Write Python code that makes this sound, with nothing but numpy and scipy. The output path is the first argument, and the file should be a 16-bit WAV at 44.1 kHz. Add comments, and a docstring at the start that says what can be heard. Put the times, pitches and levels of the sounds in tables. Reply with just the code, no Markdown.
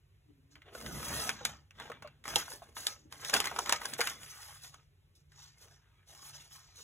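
"""Sheets of stiff craft paper are pulled, folded and laid down on a desk in a quiet room.
From the start, filtered noise makes room rumble, room tone, hiss and a far fan hum; a faint tone wavers twice.
From 0.5 s strokes of the hands shape grainy noise: paper slides, flexes and crackles, with a short room tail.
Soon creases buckle, each a noise crack with a ringing panel, loudest from 1.3 to 4 s.
From 0.75 to 4.4 s noise through three low resonances makes a desk boom; lighter strokes and a few snaps follow."""
import sys
import numpy as np
from scipy import signal
from scipy.fft import rfft, irfft, next_fast_len
from scipy.io import wavfile
from scipy.ndimage import uniform_filter1d

SR = 44100
rng = np.random.default_rng(int(sys.argv[2]) if len(sys.argv) > 2 else 0)


def generate_wav(signal):
    """Clip the signal to [-1, 1] and save it as 16-bit WAV at the path in sys.argv[1]."""
    frames = np.transpose(np.atleast_2d(signal))
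    scaled = np.clip(frames, -1, 1) * 32767
    pcm = np.round(scaled).astype(np.int16)
    wavfile.write(sys.argv[1], SR, pcm)


N = 301203  # samples


def gain_of(db):
    """Decibel law: amplitude ratio of a level."""
    return 10 ** (np.asarray(db) / 20)


def evened(x):
    """Normalization to unit root mean square."""
    return x / np.sqrt(np.mean(x ** 2) + 1e-20)


def read(points, hz):
    """Interpolation of a curve along a logarithmic frequency axis."""
    f, value = np.transpose(points)
    return np.interp(np.log(hz + 1), np.log(f + 1), value)


def add(mix, s, sound):
    """Superposition: add a sound to the mix from time s, cut at its end."""
    part = mix[round(s * SR):][:len(sound)]
    part += sound[:len(part)]


def colour(x, points):
    """Minimum-phase filtering: the Hilbert relation gives a causal response from the magnitude alone."""
    log_gain = np.log(gain_of(read(points, abs(np.fft.fftfreq(4096, 1 / SR)))))
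    taps = np.fft.ifft(np.exp(np.conj(signal.hilbert(log_gain)))).real[:2048]
    return signal.oaconvolve(x, taps)[:len(x)]


def resonate(x, hz, width):
    """Simple resonance of gain 1: a one-pole lowpass shifted up to the mode's frequency."""
    turn = np.exp(2j * np.pi * hz * np.arange(len(x)) / SR)
    r = np.exp(-np.pi * width / SR)
    return 2 * (turn * signal.lfilter([1 - r], [1, -r], x / turn)).real


def patchy(x, patchy_db, size=512):
    """Time-varying modal radiation: other parts of the sheet ring from moment to moment."""
    z = signal.stft(x, nperseg=size)[2]
    patches = uniform_filter1d(rng.standard_normal(z.shape[::-1]), size=10, axis=0)  # along time
    patches = evened(uniform_filter1d(patches, size=2, axis=1))  # along frequency
    return evened(signal.istft(z * gain_of(patchy_db * patches.T), nperseg=size)[1][:N])


def grains(per_s, spread_db, t60, smooth):
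    """Stick-slip: small slips of random size, each a dying puff of noise, over a smooth share."""
    size = gain_of(spread_db * np.minimum(rng.exponential(1, N), 4))
    slips = size * (rng.random(N) < per_s / SR)
    puffs = signal.lfilter([1], [1, -gain_of(-60 / (t60 * SR))], slips)
    return rng.standard_normal(N) * (smooth + evened(puffs))


# Spectrum of the room rumble: (frequency [Hz], relative density [dB per Hz])
RUMBLE_SPECTRUM = [(28, -32), (45, -3.5), (65, -2), (110, -1.5), (165, -22), (210, -38), (400, -22.5),
                   (700, -59.5)]
# Spectrum of the room tone: (frequency [Hz], relative density [dB per Hz])
ROOM_TONE_SPECTRUM = [(250, -20), (400, 0), (1000, -14), (2500, -7), (4000, -11), (5000, -30)]
# Resonances of the fan hum: (frequency [Hz], bandwidth [Hz], level [dB])
FAN_HUM = [(142.7, 3.7, -70.5), (92, 7.2, -76)]
RUMBLE_DB, ROOM_TONE_DB, HISS_DB = -67.5, -83, -81


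def air():
    """Stationary random noise: room rumble and tone, microphone hiss, and narrow bands for the fan hum."""
    noise = rng.standard_normal((3 + len(FAN_HUM), N))
    rumble = gain_of(RUMBLE_DB) * evened(colour(noise[0], RUMBLE_SPECTRUM))
    hiss = colour(noise[1], [(2500, 4.5), (4500, -0.5), (14500, -3.0), (16000, -29)])
    tone = gain_of(ROOM_TONE_DB) * evened(colour(noise[2], ROOM_TONE_SPECTRUM))
    hum = sum(gain_of(db) * evened(resonate(v, hz, width)) for v, (hz, width, db) in zip(noise[3:], FAN_HUM))
    return rumble + tone + hum + gain_of(HISS_DB) * evened(hiss)


# Two passages of a faint tone: (time [s], frequency [Hz], level before its random wavering [dB])
FAINT_TONE = [
    [(0.24, 316, -60.5), (0.398, 263, -78.5), (0.62, 304, -60.5)],
    [(2.98, 303, -80.5), (3.076, 309, -61.5), (3.22, 290, -76)],
]


def waver():
    """Frequency and amplitude modulation: the phase of a faint sine is the integral of its moving pitch."""
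    out = np.zeros(N)
    for s, hz, db in map(np.transpose, FAINT_TONE):
        t = np.arange(s[0], s[-1], 1 / SR)
        tone = np.sqrt(2) * np.sin(2 * np.pi * np.cumsum(np.interp(t, s, hz)) / SR)
        add(out, s[0], gain_of(np.interp(t, s, db)) * tone * signal.windows.tukey(len(t), .3))
    wander = evened(uniform_filter1d(rng.standard_normal(N), size=900))
    return out * gain_of(6 * wander - 4)


# Strokes of the hands: (start [s], rise [s], hold [s], sliding [dB], top end against sliding [dB],
# flexing against sliding [dB], depth against flexing [dB])
HAND_STROKES = [(0.499, 0.018, 0.0045, -68, -8, -8, -17), (0.632, 0.033, 0.07, -79.5, -5, 17.5, 16.5),
                (0.716, 0.032, 0.29, -56.5, 0, -3, 22), (0.753, 0.4, 0.11, -42.5, 1.5, -3, 11),
                (1.306, 0.024, 0.16, -59, -36, 2, 3), (1.725, 0.085, 0.064, -62, -5, 7, 10.5),
                (2.232, 0.056, 0.12, -48, -1, 1.5, 5.5), (2.395, 0.13, 0.012, -51, 1.5, -9, 17),
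                (2.602, 0.037, 0.054, -70.5, 0, -1, 20.5), (2.741, 0.033, 0.11, -49.5, -0.5, -7.5, 12.5),
                (3.093, 0.035, 0.015, -61.5, 0.5, 2.5, 12.5), (3.146, 0.12, 0.032, -44.5, -5, -3, 6),
                (3.315, 0.024, 0.021, -36.5, -1, 1, 12), (3.43, 0.016, 0.016, -48, 2, 2, -19),
                (3.516, 0.022, 0.1, -51.5, -3, -7.5, 20), (3.642, 0.025, 0.035, -49, -6, 5.5, 5),
                (3.79, 0.017, 0.13, -54.5, 2.5, 2.5, 10.5), (3.968, 0.019, 0.12, -48, 0, -0.5, 7),
                (4.149, 0.077, 0.016, -57.5, 2.5, 0.5, -2), (4.214, 0.068, 0.28, -56.5, 0, -2.5, -41),
                (4.596, 0.04, 0.013, -51.5, -2, -8, -1), (4.713, 0.013, 0.013, -64, -5.5, 1, 8),
                (5.147, 0.0076, 0.0047, -70.5, -4.5, -27, -6), (5.309, .01, 0.714, -88.5, -4, 11.5, -23),
                (5.277, 0.16, 0.01, -55, -10.5, -9.5, -20), (5.542, 0.083, 0.017, -59, -3.5, -7.5, 12),
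                (5.684, 0.029, 0.0083, -65, -8, -6, 8), (6.05, 0.047, 0.13, -58.5, -4.5, -7, 8.5),
                (6.19, 0.071, 0.02, -53, 0.5, -7, -1), (6.323, 0.013, 0.029, -52, -8.5, -8, -5),
                (6.381, 0.018, 0.054, -60.5, -3.5, -7.5, 0), (6.487, 0.034, 0.042, -56.5, -2.5, -5, -26),
                (6.553, 0.035, 0.14, -66.5, -12, -5.5, -11), (6.709, 0.079, .05, -54.5, -7, -9.5, 7)]
# Release rates in the columns (sliding, top end, flexing, depth) [dB per s]
RELEASE_DB_PER_S = [200, 262.5, 200, 190]
# Rustle after a snap: (sliding, top end) against the crack, (flexing, depth) against the ring [dB]
SETTLE_DB = [-31.5, -38, -13.5, -9.5]
SETTLE_HOLD_S = 0.00093
RISE_CURVE = 1.77  # power of time by which a stroke swells


def handling():
    """Addition of incoherent powers: strokes swell, hold and die, and snaps leave the sheet settling."""
    power = np.zeros((4, N + SR * 2))  # sliding, top end, flexing, depth
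    t = np.arange(SR * 2) / SR
    moves = [(s, rise, hold, [db, db + top_db, db + flex_db, db + flex_db + depth_db])
             for s, rise, hold, db, top_db, flex_db, depth_db in HAND_STROKES]
    moves += [(s + swell, .003, SETTLE_HOLD_S, np.add(SETTLE_DB, [db, db, db + ring_db, db + ring_db]))
              for s, swell, db, hz, ring_db in buckles()]
    for s, rise, hold, dbs in moves:
        swell = np.minimum(t / rise, 1) ** RISE_CURVE
        after = np.maximum(t - rise - hold, 0)
        for row, db, fall_db in zip(power, dbs, RELEASE_DB_PER_S):
            add(row, s, (swell * gain_of(db - fall_db * after)) ** 2)
    return np.sqrt(power[:, :N])


# Spectrum of the slide's body: (frequency [Hz], relative density [dB per Hz])
SLIDE_SPECTRUM = [(1500, -20), (2800, -6), (4200, 2.5), (6500, 4), (8500, -9.5), (11000, -15),
                  (15500, -34.5)]
# Spectrum of the slide's top end: (frequency [Hz], relative density [dB per Hz])
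TOP_SPECTRUM = [(5000, -32.5), (8500, 12.5), (11000, 11), (13500, 2.5), (15700, 0.5), (16100, -27.5)]


def sliding(gain, top_gain):
    """Stick-slip friction: fibres catch as paper slides on paper, a grainy hiss of varying brightness."""
    fibres = grains(per_s=250, spread_db=3, t60=.04, smooth=1.3)
    body = patchy(colour(fibres, SLIDE_SPECTRUM), patchy_db=3.5)
    top = patchy(colour(fibres, TOP_SPECTRUM), patchy_db=3.5)
    return gain * body + top_gain * top


# Spectrum of the bent sheet: (frequency [Hz], relative density [dB per Hz])
FLEX_SPECTRUM = [(150, -24.5), (300, -11), (600, -5.5), (1200, -1.5), (1700, -1), (2400, -5.5),
                 (3500, -3.5), (6000, -36)]
DEPTH_HZ = 574  # below this the large slow panel modes sound


def flexing(gain, depth_gain):
    """Bending-wave radiation: the bent sheet crackles in its low and middle panel modes."""
    sound = colour(grains(per_s=300, spread_db=3, t60=.014, smooth=1.1), FLEX_SPECTRUM)
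    sound = patchy(sound, patchy_db=4.3, size=768)
    low = signal.filtfilt(*signal.butter(2, DEPTH_HZ, fs=SR), sound)
    return gain * (sound - low) + depth_gain * low


TICKS_DB = -8  # small ticks against the flexing


def crackle(gain):
    """Random impulse process: tiny creases tick at random while the sheet is bent."""
    ticks = grains(per_s=160, spread_db=4, t60=.008, smooth=0)
    return gain * gain_of(TICKS_DB) * evened(colour(ticks, FLEX_SPECTRUM))


ROOM_T60 = 0.055  # s


def room(x):
    """Exponential reverberant decay: sparse taps of random sign die away, weak in bass and treble."""
    taps = np.zeros(SR // 2)
    at = np.arange(200, len(taps) - 20, 20)
    signs = rng.choice([-1., 1.], len(at))
    taps[at + rng.integers(0, 20, len(at))] = signs * gain_of(-60 * at / SR / ROOM_T60)
    tail = colour(taps / np.linalg.norm(taps), [(200, -4.0), (2000, 6.5), (14000, -8.0)])
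    return signal.fftconvolve(x, tail)[:N]


# Creases that buckle at once: (time [s], relative peak [dB], panel ring [Hz], relative ring over crack [dB])
SUDDEN_CREASES = [(0.555, -60, 1750, 7.5), (0.619, -63, 1716, 9), (0.75, -34.5, 474, -10),
                  (0.812, -38, 977, -14), (0.862, -38, 1638, -2), (1.029, -36.5, 1055, -10),
                  (1.103, -47, 522, 1.5), (1.292, -18, 1342, -14.5), (1.41, -62, 479, 16),
                  (1.451, -12, 2047, -19.5), (1.708, -55, 1570, -1.5), (1.799, -37, 1048, -5.5),
                  (1.899, -41.5, 445, -0.5), (1.917, -47, 1131, 3), (2.023, -42, 1002, -2.5),
                  (2.074, -51.5, 1273, -1.5), (2.24, -42, 1620, -11), (2.255, -35.5, 1067, -8.5),
                  (2.279, -28, 974, -13), (2.358, -8, 3036, -18.5), (2.361, -33, 478, -2.5),
                  (2.48, -50, 874, 2), (2.518, -33, 824, -16), (2.619, -66.5, 622, 18.5),
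                  (2.767, -37.5, 907, -3.5), (2.868, -13, 1722, -25), (3.124, -32, 960, -17.5),
                  (3.248, -25.5, 1830, -18), (3.297, -21.5, 1200, -19.5), (3.402, -13, 1131, -15.5),
                  (3.442, -35, 1571, -1.5), (3.513, -41.5, 685, 4), (3.562, -34.5, 1141, -2.5),
                  (3.66, -31, 1968, -10.5), (3.694, -15, 884, -14.5), (3.724, -9, 883, -17),
                  (3.816, -36, 1106, -6), (3.936, -22.5, 1845, -25.5), (3.989, -39.5, 899, 0),
                  (4.006, -19, 1300, -10.5), (4.232, -38, 1899, -15), (4.372, -50, 1019, -7.5),
                  (4.645, -40.5, 1693, -22), (5.319, -53.5, 1510, -9.5), (6.095, -51.5, 716, -14),
                  (6.149, -44.5, 720, -21)]
# Creases that give way gradually: (time [s], relative peak [dB], panel ring [Hz], relative ring over crack [dB])
GRADUAL_CREASES = [(2.044, -67, 581, 20.5), (3.335, -15.5, 1459, -14), (3.361, -27, 1376, -6.5),
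                   (3.452, -25.5, 933, -15.5), (3.467, -30.5, 1100, -6.5), (3.585, -23.5, 745, -11.5),
                   (3.851, -26, 930, -18), (3.991, -43, 464.4, 8), (4.009, -24, 1476, -8),
                   (4.068, -23.5, 1309, -14), (4.738, -45, 1101, -16.5)]
GRADUAL_SWELL_S = .006


def buckles():
    """Buckling instability, sudden or gradual: rows of (start s, swell s, peak dB, ring Hz, ring dB)."""
    sudden = [(s, 0, *rest) for s, *rest in SUDDEN_CREASES]
    return sudden + [(s, GRADUAL_SWELL_S, *rest) for s, *rest in GRADUAL_CREASES]


# Spectrum of the crack: (frequency [Hz], relative level [dB])
CRACK_SPECTRUM = [(80, -44.5), (250, -13), (800, -8), (2000, -9), (3300, 3), (6500, 0.5), (9500, -1.5),
                  (13000, -10.5), (16500, -24)]
# Modes of a knocked panel: (nominal multiple of its pitch [ratio], relative level [dB])
PANEL_MODES = [(1, -0.5), (1.7, -8.5), (2.9, -11)]
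RING_TURNS = 24  # cycles of the pitch in which a ring with no hollowness falls 60 dB
RATTLE_S, RATTLE_WIDE = .034, .35  # 60 dB decay of the rattle, its bandwidth as a share of pitch
SAG, SAG_S, RISE_TURNS = .3, .005, 1.3  # share by which the ring starts sharp, its settling, cycles of swell
HOLLOW_DB = 24  # toward this ring over crack a tap turns hollow: up to twice as long, without rattle


def snaps():
    """Impulsive excitation of modes: a wide noise crack, then a panel ring that sags to its own pitch."""
    cracks, rings, t = np.zeros(N), np.zeros(N), np.arange(4000) / SR
    for s, swell, db, hz, ring_db in buckles():
        u = np.maximum(t - swell, 0)  # time since the swell ended
        up = np.minimum(t / (swell + 1e-9), 1)
        noise = rng.standard_normal((2, len(t)))
        detune = rng.uniform(0.68, 1.1, len(PANEL_MODES)) ** np.arange(len(PANEL_MODES))
        tail = 0.3 * noise[0] * gain_of(-60 * u / 0.054)
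        crack = 1.15 * noise[0] * gain_of(-60 * u / .008) + tail
        crack = crack * up ** 2 * np.minimum(t / .0007, 1)

        hollow = np.clip(ring_db / HOLLOW_DB, 0, 1)
        turns = np.cumsum(hz * (1 + SAG * np.exp(-t / SAG_S))) / SR
        knock, rattle = np.zeros(len(t)), np.zeros(len(t))
        for (k, mode_db), v in zip(PANEL_MODES, detune):
            if k * hz < SR / 3:
                fall_db = 60 * u * hz * np.sqrt(k) / RING_TURNS / (1 + hollow)
                knock += gain_of(mode_db * hollow - fall_db) * np.sin(2 * np.pi * k * v * turns)
        for k, mode_db in PANEL_MODES[:2]:
            rattle += gain_of(mode_db) * resonate(noise[1], k * hz, RATTLE_WIDE * hz)
        rattle = 0.73 * (1 - hollow) * evened(rattle) * gain_of(-60 * u / RATTLE_S)
        ring = (knock + rattle) * up * np.minimum(turns / RISE_TURNS, 1)
        add(cracks, s, gain_of(db) * crack)
        add(rings, s, gain_of(db + ring_db) * ring)
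    response = colour(np.eye(1, 2048)[0], CRACK_SPECTRUM)  # its norm removes the filter's noise gain
    return gain_of(-6.0) * colour(cracks, CRACK_SPECTRUM) / np.linalg.norm(response) + gain_of(5.5) * rings


def level(rows):
    """Decibel interpolation: a curve of (s, dB) as a gain, at -120 dB outside its times."""
    return gain_of(np.interp(np.arange(N) / SR, *np.transpose(rows), -120, -120))


# Desk modes: (frequency [Hz], bandwidth [Hz], relative level [dB])
DESK_MODES = [(64, 23, 3), (136, 29, 4), (212, 9.4, -3)]
# Strength of the desk's boom: (time [s], level [dB])
BOOM_LEVEL = [(0.75, -65.5), (0.87, -47), (0.97, -45.5), (1.06, -52), (1.12, -43.5), (1.41, -58.5),
              (1.49, -53), (1.71, -86), (1.81, -57), (2.19, -71.5), (2.36, -50.5), (2.5, -72), (3.27, -67),
              (3.38, -50.5), (3.45, -59.5), (4.22, -64.5), (4.4, -94)]


def desk():
    """Modal resonance: noise through three low modes makes a boom that rises and falls along a level curve."""
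    noise = colour(rng.standard_normal(N), [(36, -40), (55, -2.0), (300, -2.5)])
    boom = sum(gain_of(db) * evened(resonate(noise, hz, width)) for hz, width, db in DESK_MODES)
    return level(BOOM_LEVEL) * evened(boom)


# Phase of the right port against the left, linear in frequency: (frequency [Hz], phase [half turns])
PORT_PHASE = [(0, 0), (1000, .15), (1700, 0), (2500, -.4), (3600, -.5), (4650, -1), (17600, -7)]


def ports(x, same, frame):
    """Partial coherence: the right port hears the sound turned in phase, mixed with a random-phase share."""
    z = signal.stft(x, nperseg=frame)[2]
    random_phase = np.exp(2j * np.pi * rng.random(z.shape[::-1]).T)
    scattered = signal.istft(z * random_phase, nperseg=frame)[1][:N]
    scattered = evened(scattered) * np.std(x)
    size = next_fast_len(N + 4096)
    hz = np.fft.rfftfreq(size, 1 / SR)
    like = np.clip(read(same, hz), 0, 1)
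    right = like * rfft(x, size) + np.sqrt(1 - like ** 2) * rfft(scattered, size)
    turn = np.exp(1j * np.pi * np.interp(hz, *np.transpose(PORT_PHASE)))
    return np.array([x, irfft(right * turn, size)[:N]])


# Left-right likeness of the paper: (frequency [Hz], coherence [0 to 1])
PAPER_LIKENESS = [(500, 0.93), (1200, 0.93), (2400, 0.82), (3500, 0.85), (4700, .96), (16000, .93)]
# Left-right likeness of air, faint tone and desk: (frequency [Hz], coherence [0 to 1])
AIR_LIKENESS = [(60, 0.98), (250, 0.86), (600, 0.048), (2500, 0.24), (4500, 1), (16000, 1)]


def scene():
    """Superposition of the paper with its room tail and the bed of air, faint tone and desk."""
    slide, top, flex, depth = handling()
    paper = sliding(slide, top) + flexing(flex, depth) + crackle(flex) + snaps()
    near = paper + gain_of(-11.5) * room(paper)
    bed = air() + waver() + desk()
    return ports(near, PAPER_LIKENESS, 256) + ports(bed, AIR_LIKENESS, 2048)


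EDGE_HZ = 16600


def record(dry):
    """Band limitation: a linear-phase lowpass removes the highest treble."""
    lowpass = signal.firwin(255, EDGE_HZ, window=("kaiser", 9), fs=SR)
    return signal.oaconvolve(dry, lowpass[None], "same")


dry = scene()
out = record(dry)
generate_wav(out)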